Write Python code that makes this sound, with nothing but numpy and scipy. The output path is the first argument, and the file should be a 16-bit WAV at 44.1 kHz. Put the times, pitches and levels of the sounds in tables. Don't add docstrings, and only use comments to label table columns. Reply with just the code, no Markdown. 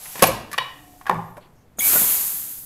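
import sys
import numpy as np
from scipy import signal
from scipy.fft import rfft, irfft
from scipy.io import wavfile

SR = 44100
rng = np.random.default_rng(int(sys.argv[2]) if len(sys.argv) > 2 else 0)


def inscribe(sig):
    pcm = np.round(np.clip(np.atleast_2d(sig).T, -1, 1) * 32767)
    wavfile.write(sys.argv[1], SR, pcm.astype(np.int16))


def decibels_to_gain(level_db):
    exponent = np.asarray(level_db, float) / 20
    return 10 ** exponent


N = 116865


def rms_one(x):
    return x / np.sqrt(np.mean(x ** 2) + 1e-20)


def in_time(rows):
    s, value = np.transpose(rows)
    return np.interp(np.arange(N) / SR, s, value, left=value[0], right=value[-1])


def at_hz(points, hz):
    p = np.array(points)
    return np.interp(np.log(hz), np.log(p[:, 0]), p[:, 1])


def drift(rate_hz):
    r = np.exp(-80 * np.pi * rate_hz / SR)
    chance = rng.standard_normal(N // 40 + 2002)
    slow = signal.lfilter([1], [1, -2 * r, r * r], chance)[2000:]
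    return np.interp(np.arange(N) / 40, np.arange(len(slow)), rms_one(slow))


def bands(x):
    thirds = 3 * np.log2(np.maximum(np.fft.rfftfreq(len(x), 1 / SR), 20) / 20)
    whole = rfft(x)
    for k in range(0, 32, 2):
        weight = np.cos(np.pi / 2 * np.clip((thirds - k) / 2, -1, 1)) ** 2
        yield 20 * 2 ** (k / 3), irfft(whole * weight, len(x))


def colour(x, spectrum):
    hz = np.maximum(np.fft.rfftfreq(8192, 1 / SR), 10)
    cepstrum = irfft(np.log(decibels_to_gain(at_hz(spectrum, hz))))
    cepstrum[1:4096] *= 2
    cepstrum[4097:] = 0
    h = irfft(np.exp(rfft(cepstrum)))
    return signal.fftconvolve(x, h / np.sqrt(np.sum(h ** 2)))[:N]


def hiss(spectrum, patchy_db, rough_db):
    gusts = drift(1.9)
    x = colour(rng.standard_normal(N) * decibels_to_gain(rough_db * drift(330.0)), spectrum)
    return [(hz, b * decibels_to_gain(patchy_db * (gusts + drift(23.0)))) for hz, b in bands(x)]


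# freq_hz, level_db (per Hz)
HUM_COLOUR = [(20, -6), (74, -9), (142, -6), (310, -17), (700, -21), (1500, -30), (16000, -56)]


def room_hum():
    return decibels_to_gain(-54.5) * sum(b for hz, b in hiss(HUM_COLOUR, patchy_db=0.6, rough_db=0.5))


# freq_hz, t60_s
ROOM_T60 = [(60, 0.8), (250, 0.76), (1000, 0.57), (4000, 0.53), (12000, 0.31)]


def room(x):
    level_db, gap_s = -8.5, 0.002
    t = np.arange(SR) / SR
    tail = sum(b * decibels_to_gain(-60 * t / at_hz(ROOM_T60, hz)) for hz, b in bands(rng.standard_normal(SR)))
    tail = tail * np.clip((t - gap_s) / 0.0014, 0, 1)
    return decibels_to_gain(level_db) * signal.fftconvolve(x, tail / np.sqrt(np.sum(tail ** 2)))[:N]


# middle_s, low_hz, high_hz, level_db
SIDE_PATCHES = [
    (.722, 9000, 11100, -65),
    (2.092, 11000, 12500, -27),
    (2.348, 6900, 9000, -41),
    (2.488, 13100, 14500, -42),
    (2.604, 13100, 15800, -47),
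]


def side_patches():
    out, size = np.zeros(N + SR), int(.046 * SR)
    for s, low_hz, high_hz, db in SIDE_PATCHES:
        band = signal.butter(6, [low_hz, high_hz], "band", fs=SR, output="sos")
        patch = signal.sosfilt(band, rng.standard_normal(size))
        out[int(s * SR) - size // 2:][:size] += decibels_to_gain(db) * rms_one(patch) * np.hanning(size)
    return out[:N] * np.array([[1], [-1]])


# start_s, pitch_hz, swell_s
BODY_TONES = [(.225, 110, .05), (.235, 55, .06), (.592, 135, .02), (1.097, 172, .045), (1.097, 114, .07),
              (.72, 289, .12), (.76, 730, .1), (2.25, 289, .15), (1.376, 600, .005), (1.374, 800, .004),
              (.2225, 522, .004), (.237, 760, .003), (.286, 520, .008), (1.0952, 1000, .0012),
              (1.183, 820, .017), (.318, 1080, .006), (1.958, 1450, .006), (.582, 1040, .018),
              (.585, 3838, .025), (.536, 1150, .004), (.224, 1100, .004), (1.107, 1800, .004),
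              (1.945, 600, .005), (2.008, 200, .008)]
BODY_TONE_DB = [-35, -42, -41.5, -29, -40, -53, -54, -59, -35, -40, -8, -12, -23, -2.5, -36.5, -30.5, -25.5, -26,
                -41.5, -30.5, -9.5, -28.5, -31.5, -34]


def body_tones():
    out, t = np.zeros(N + SR), np.arange(SR // 2) / SR
    for (s, hz, swell), db in zip(BODY_TONES, BODY_TONE_DB):
        phase = 2 * np.pi * hz * t + 1.2 * drift(6.9)[:len(t)]
        level = decibels_to_gain(db + 3.9 * drift(77.0)[:len(t)])
        envelope = np.e * t / swell * np.exp(-t / swell)
        out[int(s * SR):][:len(t)] += level * envelope * np.sin(phase)
    return out[:N]


# freq_hz, level_db (per Hz)
CRACK_COLOUR = [(2500, -31), (4000, -6), (9600, -3), (11700, 1.5), (15500, -14), (20000, -18.5)]


def contacts(rows, modes, spectrum, ring_db, damp, body_db, crack_db, soft_hz):
    low, high, ring = np.zeros(N), np.zeros(N), 0
    t = np.arange(2000) / SR
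    noise = rng.standard_normal((len(rows), 2, 2000))
    luck_db = rng.normal(0, 2.5, (len(rows), 14))
    at = [int(row[0] * SR) for row in rows]
    for (s, db, top_db, ms), i, (a, b) in zip(rows, at, noise):
        shape = (1 - np.exp(-t / .0004)) * np.exp(-t / (max(ms, .5) / 1000))
        low[i:i + 2000] += decibels_to_gain(db + body_db) * a * shape
        high[i:i + 2000] += decibels_to_gain(top_db + crack_db) * b * shape
    for k, (hz, level_db, t60) in enumerate(modes):
        clicks = np.full(N, 1e-18)
        clicks[at] = decibels_to_gain(np.array(rows)[:, 1] + level_db + ring_db + luck_db[:, k])
        r = decibels_to_gain(-60 / (min(t60, .6) * damp * SR))
        w = 2 * np.pi * hz / SR
        poles = [1, -2 * r * np.cos(w), r * r]
        tone = signal.lfilter([0.0374, 0.528, -0.023, -0.524], poles, clicks)
        ring = ring + tone * (-1) ** k * decibels_to_gain(3.2 * drift(90.0))
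    ring = signal.sosfilt(signal.butter(2, soft_hz, fs=SR, output="sos"), ring)
    return ring + colour(low, spectrum) + colour(high, CRACK_COLOUR)


# pitch_hz, level_db, t60_s
HEAD = [(167, -16.5, 0.15), (310, -9.5, 0.09), (410, -9.5, 0.24), (527.6, 1, 0.38), (620, -4.5, 0.18),
        (775, -2, .15), (1055, 3, 0.17), (1148, -2, .2), (1360, -12.5, 0.37), (1669, -13.5, 0.18),
        (1840, -16, 0.22), (2430, -9, 0.61)]
# start_s, level_db (peak), crack_db, rattle_ms
BUMPS = [
    (1.368, -35, -53.5, 7.6),
    (1.785, -28, -40, 8.1),
    (1.931, -25.5, -58, 27),
    (1.958, -20.5, -52, 13),
    (2.010, -30.5, -60, 31),
]
# freq_hz, level_db (per Hz)
BUMP_COLOUR = [(30, -10), (250, 3.5), (650, 0), (1400, -1.5), (3000, -13.5), (7000, -32.5)]


def handling_bumps():
    return contacts(BUMPS, HEAD, BUMP_COLOUR, ring_db=-25.5, damp=0.241, body_db=-2.5, crack_db=2, soft_hz=1507)


# freq_hz, level_db (per Hz)
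LATCH_COLOUR = [(100, -42.5), (400, -13), (1040, -9), (1440, -8), (1800, -1), (3800, -14.5), (6000, -22.5),
                (9000, -60)]
# pitch_hz, level_db, t60_s
NECK = [(754, 0, .3), (1090, 3, 0.16), (1442, -4, 0.16), (1650, -2, 0.13), (1900, -8, .15),
        (2946, -16.5, 0.14), (4150, -25, .1), (5030, -15, .1)]
# start_s, level_db (peak), crack_db, rattle_ms
RUBS = [
    (1.012, -37.5, -61, 6.1),
    (1.056, -35, -64, 5.1),
    (1.066, -24, -50, 3.1),
    (1.0685, -23, -44.5, 3.1),
    (1.072, -28.5, -53.5, 3.1),
    (1.081, -28, -56, 8.1),
]


def neck_rubs():
    return contacts(RUBS, NECK, LATCH_COLOUR, ring_db=-6, damp=0.24, body_db=-6.5, crack_db=6, soft_hz=4500)


# pitch_hz, level_db, t60_s
CATCH = [(1160, -6, .12), (1760, -1, 0.11), (2380, -6, 0.056), (3920, -17, .1), (5000, -11.5, .1)]
# start_s, level_db (peak), crack_db, rattle_ms
TICKS = [
    (.515, -32, -38, 11),
    (.530, -24.5, -25.5, 2.6),
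    (.5335, -24.5, -35.5, 4.4),
    (.5405, -23, -50.5, 6.8),
]


def catch_ticks():
    return contacts(TICKS, CATCH, LATCH_COLOUR, ring_db=-2.5, damp=0.18, body_db=-6, crack_db=1.3, soft_hz=5500)


# pitch_hz, level_db, t60_s
LATCH = [(1035.5, -3.5, 0.55), (1124, -10, .3), (1780, -3, 0.16), (1923, -10.5, 0.25), (2316, -14, 0.34),
         (2995, -11, 0.29), (2945, -10, 0.34), (3230, -16.5, .25), (3360, -15.5, .15), (3780, -13, 0.39),
         (4340, -22.5, .3), (4760, -14.5, .1)]
# start_s, level_db (peak), crack_db, rattle_ms
CLACKS = [
    (.056, -33, -45, 6.1),
    (.178, -34.5, -49, 15),
    (.200, -28.5, -52.5, 15),
    (.5795, -11.5, -26.5, 1.3),
    (.5815, -8.5, -30, 2.1),
    (.5838, -4, -26.5, 1.47),
]


def latch_clacks():
    return contacts(CLACKS, LATCH, LATCH_COLOUR, ring_db=-9.5, damp=0.22, body_db=-2, crack_db=2.0, soft_hz=5960)


# freq_hz, level_db (per Hz)
HEAD_COLOUR = [(30, -28), (150, -5), (550, -4), (1080, -5), (1700, -8.5), (2400, -11), (6000, -20),
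               (9000, -46)]
# start_s, level_db (peak), crack_db, rattle_ms
CLUNKS = [
    (.155, -29.5, -40.5, 12),
    (.193, -24, -31.5, 5.9),
    (.2195, -15, -29.5, 5.1),
    (.2232, -6, -5.5, 5.4),
    (.226, 1.5, -11.5, 2.5),
    (.233, -4.5, -9.5, 3),
    (.2385, 0.5, -11, 3.4),
    (.270, -26, -25, 5),
    (.292, -29, -34, 2.2),
]


def head_clunks():
    return contacts(CLUNKS, HEAD, HEAD_COLOUR, ring_db=-15.5, damp=0.14, body_db=-1.5, crack_db=1, soft_hz=2574)


# pitch_hz, level_db, t60_s
BOTTLE = [(389, -14, 0.27), (528, -16.5, .3), (615, -18.5, 0.18), (818.3, -4.5, 0.36), (905, -6.5, 0.25),
          (978, -3.5, 0.19), (1096, 6.5, 0.093), (1115, -5.5, 0.3), (1397, -10, 0.22), (1750, -16.5, .15),
          (2073, -19.5, .1)]
# freq_hz, level_db (per Hz)
BOTTLE_COLOUR = [(60, -46), (380, -22.5), (640, -12), (800, -4), (1100, -10), (1500, -17.5), (6000, -46.5),
                 (9000, -64.5)]
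# start_s, level_db (peak), crack_db, rattle_ms
KNOCKS = [
    (1.0955, -2, -31.5, 2.43),
    (1.111, -9, -59.5, 1.7),
    (1.123, -20.5, -55, 2.5),
    (1.143, -23, -49, 3),
    (1.183, -37, -64, 1.7),
    (1.377, -38, -56, 6.1),
]


def bottle_knocks():
    return contacts(KNOCKS, BOTTLE, BOTTLE_COLOUR, ring_db=-11.0, damp=0.32, body_db=-1, crack_db=5.0, soft_hz=1620)


# time_s, level_db
LEAK = [(0, -42), (.2, -35.5), (.45, -59.5), (.65, -54.5), (1.0, -54.5), (1.2, -57.5), (1.4, -68),
        (1.7, -73)]
# freq_hz, level_db (per Hz)
LEAK_COLOUR = [(300, -33), (770, -7), (1000, -16), (5000, -15), (7700, -10), (9600, -13.5), (11800, -6.5),
               (15800, -17)]


def leak():
    return decibels_to_gain(in_time(LEAK)) * sum(b for hz, b in hiss(LEAK_COLOUR, patchy_db=0.5, rough_db=0.0))


# start_s, length_s, start_hz, end_hz, waver_share
SQUEALS = [(1.771, .016, 6900, 6850, .03), (1.790, .011, 6500, 6750, .015), (1.789, .010, 9200, 9900, .025),
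           (1.793, .024, 3400, 3400, .06), (1.806, .014, 2210, 2240, .015), (1.817, .08, 2285, 2305, .006),
           (1.235, .14, 13300, 10700, .015), (.02, .13, 11200, 11000, .025),
           (.268, .018, 13200, 12800, .03), (1.403, .075, 4450, 4350, .07), (1.405, .075, 2900, 2600, .3),
           (1.55, .1, 6000, 6300, .12), (1.800, .012, 9800, 8700, .025), (1.800, .012, 7000, 6900, .02),
           (1.772, .014, 8800, 8600, .08)]
SQUEAL_DB = [-52, -21.5, -27, -31, -24.5, -26.5, -59.5, -40, -20, -64.5, -59, -69.5, -25.5, -37, -55]


def squeals():
    out = np.zeros(N)
    for (s, length, start_hz, end_hz, share), db in zip(SQUEALS, SQUEAL_DB):
        i = int(s * SR)
        u = np.arange(int(length * SR)) / (length * SR)
        waver, flutter = drift(370.0)[:len(u)], drift(120.)[:len(u)]
        hz = (start_hz + (end_hz - start_hz) * u) * (1 + share * waver)
        envelope = np.minimum(u / 0.092, 1) * (1 - u ** 5.1)
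        tone = np.sin(2 * np.pi * np.cumsum(hz) / SR)
        out[i:i + len(u)] += decibels_to_gain(db + 1.9 * flutter) * envelope * tone
    return out


# freq_hz, level_db (per Hz)
JET_COLOUR = [(60, -18.5), (280, -19), (1030, -17.5), (5850, -18), (6350, -11.5), (9500, -9), (12300, 0),
              (15800, -11.5)]


def jet():
    opens_s, first_db, full_db, rise_s = 1.786, -29, -14.5, 0.047
    sags_s, sag_db, sag_power = 1.864, 34.5, 1.413
    t = np.arange(N) / SR
    since = np.maximum(t - opens_s, 0)
    build_db = (first_db - full_db) * np.exp(-since / rise_s)
    swing_db = build_db - sag_db * np.maximum(t - sags_s, 0) ** sag_power
    seep = decibels_to_gain(-23.5) * np.clip((t - opens_s) / 0.019 + 1, 0, 1)
    gate = np.clip(since / 0.0064, 0, 1) + seep
    out = 0
    for hz, b in hiss(JET_COLOUR, patchy_db=0.7, rough_db=0.5):
        follows = 1.52 if hz < 700 else 1.165 if hz < 4000 else 1
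        out = out + b * decibels_to_gain(full_db + swing_db * follows)
    return gate * out


def scene():
    hits = head_clunks() + latch_clacks() + catch_ticks() + neck_rubs() + bottle_knocks() + handling_bumps()
    gas, tones = jet() + leak(), squeals()
    echoes = room(hits + decibels_to_gain(-4.5) * gas + decibels_to_gain(-8) * tones)
    mono = body_tones() + hits + gas + tones + echoes + room_hum()
    return np.array([mono, mono])


def top_cut(x):
    return signal.sosfilt(signal.butter(12, 16630, fs=SR, output="sos"), x)


def record(dry):
    x = signal.sosfilt(signal.cheby2(14, 50, 15900 * 1.01, fs=SR, output="sos"), dry)
    limited = x / (1 + np.abs(x / .74) ** 6) ** (1 / 6)
    return top_cut(limited + side_patches())


dry = scene()
out = record(dry)
inscribe(out)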